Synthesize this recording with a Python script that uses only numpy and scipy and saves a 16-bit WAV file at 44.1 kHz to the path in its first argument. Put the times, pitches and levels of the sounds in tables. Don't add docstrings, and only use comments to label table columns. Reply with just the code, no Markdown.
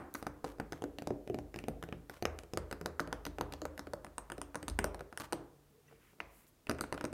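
import sys
import numpy as np
from scipy import signal
from scipy.fft import rfft, irfft, next_fast_len
from scipy.io import wavfile
from scipy.ndimage import uniform_filter1d

SR = 44100
rng = np.random.default_rng(int(sys.argv[2]) if len(sys.argv) > 2 else 0)


def store_wav(level_fs):
    pcm = np.round(np.clip(np.atleast_2d(level_fs), -1, 1) * 32767)
    wavfile.write(sys.argv[1], SR, pcm.T.astype(np.int16))


def undo_db(level):
    steps = np.asarray(level, float) / 20
    return 10 ** steps


N = 314433


def unit(x):
    return x / np.sqrt(np.mean(x ** 2) + 1e-20)


def along(points, hz):
    f, v = np.transpose(points)
    return np.interp(np.log(hz + 1), np.log(f + 1), v)


def filtered(x, response):
    m = next_fast_len(N + 8192)
    return irfft(rfft(x, m) * response(np.fft.rfftfreq(m, 1 / SR)), m)[..., :N]


def hiss(spectrum):
    return unit(filtered(rng.standard_normal(N), lambda hz: undo_db(along(spectrum, hz)) * (hz > 20)))


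def strokes(rows, round_off=0.59):
    t = np.arange(N) / SR
    gain = np.zeros(N)
    for start_s, length_s, level_db in rows:
        arch = np.abs(np.sin(np.pi * np.clip((t - start_s) / length_s, 0, 1))) ** round_off
        gain += undo_db(level_db) * arch * (t > start_s) * (t < start_s + length_s)
    return gain


def ring(modes, t, scatter_db, detune, lag=0):
    hz, db, t60 = np.transpose(modes)[:, :, None]
    strength, pitch, phase = rng.standard_normal((3, len(modes), 1))
    rest = len(t)
    t = t[:int(2 * t60.max() * SR) + 64]
    size = undo_db(db + scatter_db * strength - 60 * t / t60)
    x = np.sum(size * np.sin(2 * np.pi * hz * (1 + detune * pitch) * t + lag * phase), 0)
    return np.pad(x, (0, rest - len(t))) / np.abs(x).max()


def own(rows, s, usual):
    row = min(rows, key=lambda r: abs(r[0] - s))
    return row[1:] if abs(row[0] - s) < .0035 else usual


# knock_db, thud_db, nail_db, clack_db
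LEAD_IN = [-21, -13, -28, -38]
LEAD_IN_S, LEAD_IN_HZ = -.021, 960
# start_s, knock_peak_db, board_thud_db,
# nail_click_db
FINGERTIP_TAPS = [(0.139, -52, -10, -15), (0.226, -36.5, -3.5, -8.5), (0.267, -25, -11.5, -11.5),
                  (0.443, -34, -1.5, -8.5), (0.447, -36.5, -6, -9), (0.584, -49, 1, -8),
                  (0.599, -28.5, -5.5, -15.5), (0.73, -34, -22, -11.5), (0.821, -40.5, 5, -5.5),
                  (0.839, -33.5, 0, -8), (0.985, -46.5, 2, 0), (1.021, -40.5, 4.5, -4.5),
                  (1.072, -36.5, 3.5, -5.5), (1.105, -40, 8.5, -13), (1.275, -48, 8.5, 2.5),
                  (1.298, -49, 15.5, -3.5), (1.344, -44.5, 13.5, 1), (1.387, -41.5, 8.5, -5.5),
                  (1.542, -52, 10, 5), (1.56, -45.5, 9.5, 2), (1.639, -49.5, 12, 0.5), (1.683, -33.5, 3.5, -5),
                  (1.837, -40, -2, -11.5), (1.888, -50.5, 9.5, -6), (1.925, -39.5, 4, -12.5),
                  (2.17, -53, -22, -9), (2.224, -36, 7, -3.5), (2.253, -24, -5.5, -10),
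                  (2.388, -40.5, -14, -0.5), (2.535, -37, 4, -3.5), (2.573, -26.5, -3.5, -6.5),
              (2.712, -34, -5, -6), (2.726, -30.5, -11.5, -6.5), (2.812, -36.5, 2, -7),
              (2.859, -25, -6, -8.5), (3.001, -44, 10.5, 5), (3.074, -40, 4, -8),
              (3.127, -23.5, -9.5, -14.5), (3.384, -33.5, 1, -9), (3.41, -23.5, -4.5, -12.5),
              (3.523, -42.5, 10, 1.5), (3.536, -39.5, -2, -1), (3.617, -38.5, 3.5, -3),
              (3.653, -27.5, -2, -12), (3.777, -41.5, -3, -2), (3.793, -32.5, -0.5, -7),
              (3.87, -40, 2, -11), (3.934, -29, -9.5, -9),
                  (4.046, -38.5, -2.5, -7.5), (4.181, -29, -13.5, -10), (4.3, -34, -7, -17),
              (4.319, -31.5, -5, -12.5), (4.38, -44, 10, -9.5), (4.545, -35, -19, -15.5),
              (4.555, -26.5, -9.5, -12.5), (4.628, -38.5, 2.5, -6.5), (4.681, -31, -6.5, -6),
              (4.686, -46, 7, 4), (4.698, -56.5, 18, 11.5), (4.789, -22.5, -4, -7), (4.945, -34, -14, -10),
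              (4.993, -44.5, -16, -9.5), (5.007, -35, -5, -15), (5.126, -38.5, -7, -16),
              (5.324, -28.5, -4.5, -8), (5.33, -28, -6, -7.5),
                  (5.882, -66, -4, -15), (5.912, -54, 0, -30), (5.925, -54.5, -6, -25), (6.132, -58.5, 1, -24),
           (6.695, -22, -2.5, -9), (6.712, -32.5, -4, -4.5), (6.925, -29.5, -3, -10.5),
           (7.01, -32, -10, -13), (7.041, -29.5, -4, -10.5), (7.051, -35, -15, -5)]
# start_s, knock_peak_db, board_thud_db, nail_click_db, hard_clack_db
NAIL_FIRST = [(0.148, -31, -8.5, -14, -11), (0.152, -29.5, -13.5, -13, -25), (0.722, -32, -4, -7, -21),
              (1.826, -38, 0, -7.5, 10), (2.096, -31, -10.5, -10.5, -22), (2.434, -45, -1.5, -8, 11),
              (2.995, -24, -15, -15.5, -8), (3.252, -32, -3.5, -4, 11), (3.265, -24.5, -6.5, -12.5, -1),
              (4.415, -35, -2, -3.5, -2), (4.842, -21, -10, -9, -38), (5.174, -30.5, -15, -7.5, 9),
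              (5.868, -75, -6, -4, -3), (6.202, -26, -15, -25, 15), (6.467, -71, -9, 9, -6),
              (6.669, -39.5, -9, -11, 14.5), (6.747, -41, -14, -18, -4), (6.785, -36, -19, -16, -8),
              (6.809, -24.5, -13, -7.5, -9), (6.838, -25, -15, -25, -17), (6.977, -29.5, -15, -20, 4)]
# start_s, knock_peak_db, board_thud_db, nail_click_db, clack_db
GRAZES = [(1.588, -49, 3, 5, 27), (4.066, -45, 1, -15, 6), (5.199, -37, -1, -3, -8),
          (6.03, -64.5, 2, -20, -9), (6.186, -64, 3, -20, -9), (6.25, -71, 8, -20, -9),
          (6.690, -48, -20, -22, -4), (6.708, -34, -5, -20, -2), (6.790, -40, -5, -22, 9),
          (6.942, -42, -11, -6, 8), (6.947, -42.5, 4.5, -10, 3), (7.128, -41.5, 7, -5, 6)]
# time_s, knock_pitch_hz, clack_over_nail_db, grille_share_db, stand_over_thud_db
HAND = [(0, 730, 24, 11.5, -17), (.6, 840, 5.5, -34, -13.5), (1.0, 790, 12.5, -31, -17),
        (1.6, 796, 16, -39, -10.5), (1.7, 666, 20.5, 6, -15), (2.25, 630, 21.5, -25, -13),
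        (2.5, 836, 10.5, -11, -12), (3.1, 900, 14, -28, -11.5), (3.749, 860, 15, -25, -19),
        (4.151, 960, 17, 11.5, -8), (4.451, 920, 22, 5, -20.5), (4.7, 900, 9.5, 5.5, -11),
        (4.85, 900, 17.5, 0.5, -15.5), (5.3, 850, 11.5, 2, -17.5), (6.2, 980, 25, -21, -11.5),
        (6.7, 870, 16.5, 0, -17.5), (7.1, 960, 20, 0.5, -19)]
# time_s, extra_shake_db
JOLTS = [
    (2.253, 4.5),
    (4.687, 19.5),
    (1.683, 1.5),
    (3.127, 2),
]
NAIL_FIRST_HZ, GRAZE_HZ = 1410, 1180
STIFFEN = 0.004


def contacts():
    when, *hand = np.transpose(HAND)
    rows = []
    for s, db, thud, nail in FINGERTIP_TAPS:
        hz, clack_over_nail = [np.interp(s, when, column) for column in hand[:2]]
        rows.append((s, db, thud, hz * (1 + STIFFEN * (db + 26.0)), nail + clack_over_nail, nail))
    for s, db, thud, nail, clack in NAIL_FIRST:
        rows.append((s, db, thud, NAIL_FIRST_HZ, clack, nail))
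    for s, db, thud, nail, clack in [(LEAD_IN_S, *LEAD_IN)] + GRAZES:
        rows.append((s, db, thud, GRAZE_HZ if s > 0 else LEAD_IN_HZ, clack, nail))
    every = []
    for row in rows:
        s, db, thud = row[:3]
        grille_db, shake_db = [np.interp(s, when, column) for column in hand[2:]]
        jolt_db = sum(extra for at, extra in JOLTS if abs(s - at) < .0045)
        every.append((*row, grille_db, db + thud + shake_db + jolt_db))
    return every


# level_db, fade_60db_s
OWN = [(-5, .008), (-4, .005), (-6, .003)]


def spot_tone(t, part, hz):
    level_db, t60 = OWN[part]
    return undo_db(level_db - 60 * t / t60) * np.sin(2 * np.pi * hz * t)


REBOUND_S, REBOUND_DB = 0.004052, -15


def knock(t, knock_hz, nail_first, spot_hz, hard_db):
    spot = [(knock_hz, 0, .009), (knock_hz * 0.65, -5, .008),
            (knock_hz * 1.0, -3, .007), (knock_hz * 1.436, -4, .006)]
    wood = ring(spot, t, scatter_db=1.5, detune=.04, lag=.4)
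    wood = 0.91 * (wood if nail_first else -wood) - undo_db(.5 * hard_db) * spot_tone(t, 0, spot_hz)
    return wood + undo_db(REBOUND_DB) * np.roll(wood, round(REBOUND_S * SR))


# pitch_hz, level_db, fade_60db_s
CLACK = [(1780, -8, 0.045), (1990, -1.5, 0.018), (2440, -7, 0.011), (2430, -7, 0.0058), (2835, 6.5, 0.011),
         (3400, 11.5, 0.0021)]


def clack(t, spot_hz, hard_db):
    wood = ring(CLACK, t, scatter_db=1.5, detune=.03, lag=.8)
    return undo_db(hard_db) * (0.57 * wood + spot_tone(t, 1, spot_hz))


# pitch_hz, level_db, fade_60db_s
NAIL = [(3820, -5.5, 0.0044), (4840, -13, 0.012), (6200, -7, 0.0053), (11000, 3, 0.0006),
        (12650, -2, 0.0019)]


def nail_click(t, spot_hz):
    noise = uniform_filter1d(np.diff(rng.standard_normal(len(t) + 1)), size=3)
    crack = undo_db(-60 * t / .0045) * noise
    nail = ring(NAIL, t, scatter_db=2, detune=.06, lag=2)
    return 1.08 * nail + spot_tone(t, 2, spot_hz) + 0.96 * crack / np.abs(crack).max()


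# pitch_hz, level_db, fade_60db_s
BOARD = [(126.84, -11.5, 0.44), (167, -1.5, 0.15), (225, 0.5, 0.058), (291.9, -2, 0.2), (348.7, 1, 0.096),
         (417.7, 8.5, 0.044), (536, -0.5, 0.024), (618.5, 4, 0.044), (735, 2, 0.03), (772, -51, 0.074),
         (900, -33, 0.12), (293, 7, 0.018), (527, 11, 0.02)]
# time_s, drive_near_300hz_db, pad_push_db, board_build_up_s
BELLY = [(0, 2.5, 8, 0.00034), (.9, 6.5, -6, 0.00018), (1.5, 3.5, -14, 0.00011), (2.3, 0, -8, 0.00043),
         (2.7, -4, 1, 0.00036), (3.5, 2.5, -8, 0.0049), (3.8, 5.5, -16, 0.0021), (4.5, 3, -10.5, 0.0032),
         (4.9, -2, 6, 0.001), (5.4, 5, -12, 0.0018), (6.2, -5, 9, 0.0022), (6.8, 5.5, -8.5, 0.00036)]


def thud(t, s, nail_first, low_db, high_db):
    when, *columns = np.transpose(BELLY)
    belly_db, push_db, build_s = [np.interp(s, when, column) for column in columns]
    board = []
    for hz, level_db, t60 in BOARD:
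        drive_db = (270 < hz < 335) * (belly_db + low_db) + (450 < hz < 680) * high_db
        board.append((hz, level_db + drive_db, t60))
    boom = (1 - np.exp(-t / build_s)) * ring(board, t, scatter_db=2.5, detune=.012, lag=.9)
    push = -np.sin(np.pi * np.clip(t / 0.001, 0, 1)) ** 2
    return .3 * (not nail_first) * undo_db(push_db) * push - boom


# pitch_hz, level_db, fade_60db_s
GRILLE = [(8800, 0, .004), (9500, -3, .003)]


def grille(t):
    return ring(GRILLE, t, scatter_db=3, detune=.02)


# pitch_hz, level_db, fade_60db_s
STAND = [(51.15, 8.5, 0.58), (77.36, 13, 0.38)]


def stand(t):
    return ring(STAND, t, scatter_db=4, detune=.012) * (1 - np.exp(-t / 0.051))


# pitch_hz, fade_60db_s
WALLS = [(100, 0.4), (400, 0.59), (1200, 0.55), (3000, 0.36), (8000, 0.2), (15000, 0.068)]
# delay_s, level_db against the whole tail
ECHOES = [(.0085, -3.5), (0.01, -12.5), (0.014, -13), (0.0183, -10.5)]
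# pitch_hz, level_db
WET = [(100, -11), (500, -9.5), (2000, -16), (6000, -14), (15000, -9.5)]


def tail(size):
    hz, t, z = signal.stft(rng.standard_normal(size), SR, nperseg=256)
    x = signal.istft(z * undo_db(-60 * t / along(WALLS, hz)[:, None]), SR, nperseg=256)[1][:size]
    x = x * np.interp(np.arange(size) / SR, [.001, .003, .007, .009], [.1, .4, .3, 1])
    x = x / np.linalg.norm(x)
    for s, db in ECHOES:
        x[round(s * SR)] += undo_db(db + rng.normal(0, 0.85))
    hz = np.fft.rfftfreq(size, 1 / SR)
    return irfft(rfft(x / np.linalg.norm(x)) * undo_db(along(WET, hz)), size)


# time_s, knock_hz, clack_hz, nail_hz
TAP_PITCHES = [(0.147, 1300, 2700, 10100), (0.152, 1080, 3340, 9200), (0.226, 1120, 2130, 8850),
               (0.267, 1280, 2360, 6480), (0.442, 830, 2300, 6600), (0.447, 1040, 1820, 4400),
               (0.599, 1440, 2610, 4500), (0.723, 1570, 3420, 3940), (0.731, 1550, 2200, 4500),
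               (0.821, 730, 3200, 4550), (0.839, 1390, 2170, 4600), (0.985, 706, 2200, 7540),
               (1.072, 720, 2430, 4930), (1.105, 1610, 2380, 5860), (1.298, 1090, 2550, 4700),
               (1.344, 1060, 2360, 4300), (1.542, 1090, 2200, 6800), (1.56, 1730, 2560, 4800),
               (1.639, 1710, 2500, 4640), (1.683, 1220, 2450, 6700), (1.826, 973, 1810, 5290),
               (1.837, 1460, 1880, 12490), (1.887, 1600, 2590, 4460), (1.925, 1140, 2500, 6300),
               (2.097, 1570, 1780, 12260), (2.224, 1248, 2410, 5850), (2.253, 1156, 2420, 6300),
               (2.535, 950, 2500, 5350), (2.573, 1150, 2260, 8300), (2.713, 1410, 2140, 12200),
               (2.726, 1350, 1740, 4800), (2.859, 1350, 1880, 9910), (2.995, 1420, 2400, 9300),
              (3.127, 1370, 1760, 9540), (3.252, 1310, 2460, 12100), (3.266, 1350, 3150, 6400),
              (3.41, 960, 2770, 6000), (3.535, 900, 3320, 4240), (3.618, 1150, 3120, 4400),
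              (3.652, 1260, 2440, 5370), (3.778, 1480, 1990, 8400), (3.793, 1350, 2020, 9000),
              (3.934, 1300, 1920, 9200), (4.046, 970, 2000, 9400), (4.181, 1100, 2750, 9700),
              (4.319, 1440, 3150, 9600), (4.415, 940, 2530, 9100), (4.555, 1440, 2660, 8240),
              (4.628, 1570, 2640, 8290), (4.681, 1130, 2600, 8700), (4.789, 1507, 2260, 9600),
              (4.843, 1560, 2470, 8800), (4.945, 1560, 2500, 9600), (5.174, 1690, 3000, 9100),
              (5.33, 865, 2990, 8700), (6.202, 1297, 2300, 4900), (6.695, 1288, 2850, 6340),
              (6.81, 1240, 1840, 8790), (6.925, 872, 1960, 9900), (7.041, 1320, 2530, 10400)]
# time_s, clack_db, near_300hz_db, near_550hz_db
TAP_BALANCE = [(0.147, -11, 6.5, 2), (0.152, 0, 8, 4), (0.226, -2, 5, 2), (0.267, -10.5, 5, -4.0),
               (0.442, 2, -2, -4), (0.447, -4, -6, -9), (0.599, 2.5, 0, -17), (0.723, -10, 2, -5),
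               (0.731, 4, 10, 9), (0.821, 6.5, 3, -16), (0.839, -3, 0, -0.5), (0.985, 9.5, 2, 2),
               (1.072, 0, -4.5, -0.5), (1.105, 0, -4.5, -1.5), (1.298, 7.5, -4, -8), (1.344, 3.5, -1, -5.0),
               (1.542, 10, -1, -4), (1.56, 1, -1.5, -9), (1.639, 4.5, 5, -1.5), (1.683, -3.5, -1, 3),
               (1.826, 4, 2, -6.5), (1.837, 5.0, -6, 1), (1.887, 3.0, 3, -6), (1.925, 11, -1.5, -1.0),
               (2.097, 0, -1, -4.5), (2.224, -3, -8, -1.5), (2.253, 3.5, -9, 4), (2.535, -2, -7, -1),
               (2.573, 0.5, -13, 3.5), (2.713, -3, 3, 1),
               (2.726, -1, 4, -13), (2.859, -5, 0, 5.0), (2.995, 5.5, 10, -7), (3.127, -10, 1.5, 7.5),
              (3.252, -2, -6, 11), (3.266, -2, 5, -2.5), (3.41, -6, -5, 7), (3.535, 2, -6, 13),
              (3.618, -9, 8, 8), (3.652, -8, 3, 10.5), (3.778, 4.5, 3, 13), (3.793, -4, 3, 5.5),
              (3.934, -11.5, -12, 14), (4.046, 0.5, -8, -1), (4.181, -7.5, -4, -5),
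              (4.319, -2.5, -5.5, 4.5), (4.415, 12, 5, 10), (4.555, -10.5, 9, 8.5), (4.628, 1.5, 1.5, 1.0),
              (4.681, 0, 12, -9), (4.789, 5, -1.5, 1.5), (4.843, -2.0, 0.5, 4), (4.945, -9, -11, -6),
              (5.174, -3, 1.0, 4), (5.33, -0.5, 8.5, -1), (6.202, -2, 3, -1.5), (6.695, -6.5, -4, 0),
              (6.81, 0, 3.5, -0.5), (6.925, 1.5, -5, 4), (7.041, -14, 0.5, 4)]
SPREAD_S = .004


def taps():
    size = SR // 2
    out, t = np.zeros(N + 2 * size), np.arange(size) / SR
    onset = 1 - np.exp(-t / 0.00052)
    for s, db, thud_db, knock_hz, clack_db, nail_db, grille_db, shake_db in contacts():
        nail_first = knock_hz >= NAIL_FIRST_HZ
        hard_db, low_db, high_db = own(TAP_BALANCE, s, usual=(0, 0, 0))
        spot_knock, spot_clack, spot_nail = own(TAP_PITCHES, s, usual=(1350, 2450, 5000))
        contact = undo_db(8.5) * knock(t, knock_hz, nail_first, spot_knock, hard_db)
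        contact += undo_db(clack_db - 3.5) * clack(t, spot_clack, hard_db)
        contact += undo_db(nail_db + 12.5) * nail_click(t, spot_nail)
        contact *= onset
        body = undo_db(thud_db + 8.5) * thud(t, s, nail_first, low_db, high_db)
        body += undo_db(nail_db + grille_db + 12.0) * grille(t)
        body *= onset
        blurred = contact * undo_db(-60 * t / SPREAD_S)
        blurred = blurred * np.linalg.norm(contact) / np.linalg.norm(blurred)
        far = undo_db(db) * (1.02 * blurred + body)
        hit = undo_db(db) * (contact + body)
        hit += signal.fftconvolve(far[:size // 2], tail(size))[:size]
        hit += undo_db(shake_db + 8.0) * stand(t)
        start = size + round((s + .0006) * SR)
        out[start:start + size] += hit * np.clip((.5 - t) / 0.1, 0, 1)
    return out[size:size + N]


# pitch_hz, level_db per Hz
AIR = [(18, -24), (35, 3.5), (60, -3), (400, -9.5), (700, -16), (2200, -24.5), (5000, -27), (16000, -28)]


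def room_tone():
    return undo_db(-68) * hiss(AIR)


# start_s, length_s, level_db
SLIPS = [
    (0.14, 0.0019, -34),
    (0.143, 0.073, -62),
    (1.553, 0.096, -77),
    (1.836, 0.038, -77.5),
]
# pitch_hz, level_db per Hz
CLOTH = [(2000, -30), (5000, -10), (9000, -2), (13000, 0), (16500, -3)]


def nail_slips():
    return strokes(SLIPS) * hiss(CLOTH)


# start_s, length_s, level_db
DRAGS = [(.155, 0.15, -74), (.44, 0.091, -66), (.74, 0.054, -73), (1.55, 0.065, -71), (2.09, .11, -70),
         (5.199, 0.025, -54), (5.232, 0.029, -57), (5.255, 0.008, -69)]
# pitch_hz, level_db per Hz
SKIN = [(250, -45), (380, -4), (1060, 13), (2470, 0), (3760, -5), (12400, -9.5), (16000, -14)]
CATCHES_PER_S, CATCH_S, CATCH_DB = 240, 0.00041, 16


def drags():
    catch = (rng.random(N) < CATCHES_PER_S / SR) * rng.random(N)
    fade = np.exp(-np.arange(200) / SR / CATCH_S)
    grain = 1 + undo_db(CATCH_DB) * np.convolve(catch, fade)[:N]
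    skin = undo_db(8.5) * unit(grain * hiss(SKIN)) * strokes(DRAGS)
    return skin + signal.fftconvolve(skin, tail(SR // 2))[:N]


# time_s, pitch_hz, tone_db, overtone_haze_db
DRONE = [(5.45, 146, -84, -82), (5.55, 143.2, -71, -73), (5.7, 145, -71, -78.5), (5.798, 145, -81, -66),
         (5.87, 147, -70, -81), (5.95, 144, -70, -62), (6.0, 140, -91, -79)]


def drone():
    table = np.asarray(DRONE, float)
    t = np.arange(N) / SR
    phase = 2 * np.pi * np.cumsum(np.interp(t, table[:, 0], table[:, 1])) / SR
    when = np.r_[table[0, 0] - .015, table[:, 0], table[-1, 0] + .015]
    tone, haze = [undo_db(np.interp(t, when, np.r_[-110, table[:, c], -110])) for c in (2, 3)]
    haze = haze * hiss([(300, -28), (400, -5), (470, 6), (560, -54)])
    return np.sqrt(2) * tone * np.sin(phase) + haze


# start_s, length_s, level_db
RUBS = [
    (5.86, 0.13, -72.5),
    (5.98, 0.17, -70.5),
    (6.19, 0.32, -73),
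]
# pitch_hz, level_db per Hz
RUB = [(500, -30), (1000, 5), (2000, 6.5), (2900, 4), (4000, -9)]


def palm_rubs():
    return strokes(RUBS) * hiss(RUB)


# start_s, length_s, level_db, pitch_hz
SQUEAKS = [
    (5.872, 0.012, -71, 5950),
    (5.878, .016, -69, 2700),
    (5.88, 0.014, -66, 1940),
]


def squeaks():
    t = np.arange(N) / SR
    skin = np.zeros(N)
    for start_s, length_s, level_db, hz in SQUEAKS:
        skin += strokes([(start_s, length_s, level_db)]) * np.sin(2 * np.pi * hz * t)
    return skin + signal.fftconvolve(skin, tail(SR // 2))[:N]


# start_s, length_s, level_db
BRUSH = [
    (5.99, 0.22, -79),
    (6.3, 0.16, -67.5),
    (6.465, 0.037, -66.5),
]


def sleeve_brush():
    return strokes(BRUSH) * hiss(CLOTH)


def scene():
    hand = taps() + nail_slips() + drags() + palm_rubs() + squeaks() + sleeve_brush()
    return (hand + room_tone() + drone())[None]


def low_pass(x):
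    return signal.sosfilt(signal.butter(12, 16830, fs=SR, output="sos"), x)


def record(dry):
    def mic(hz):
        bass = hz ** 4 / (hz ** 4 + 35.0 ** 4)
        return bass / (1 + (hz / 16000) ** 60)
    return low_pass(filtered(dry, mic))


dry = scene()
out = record(dry)
store_wav(out)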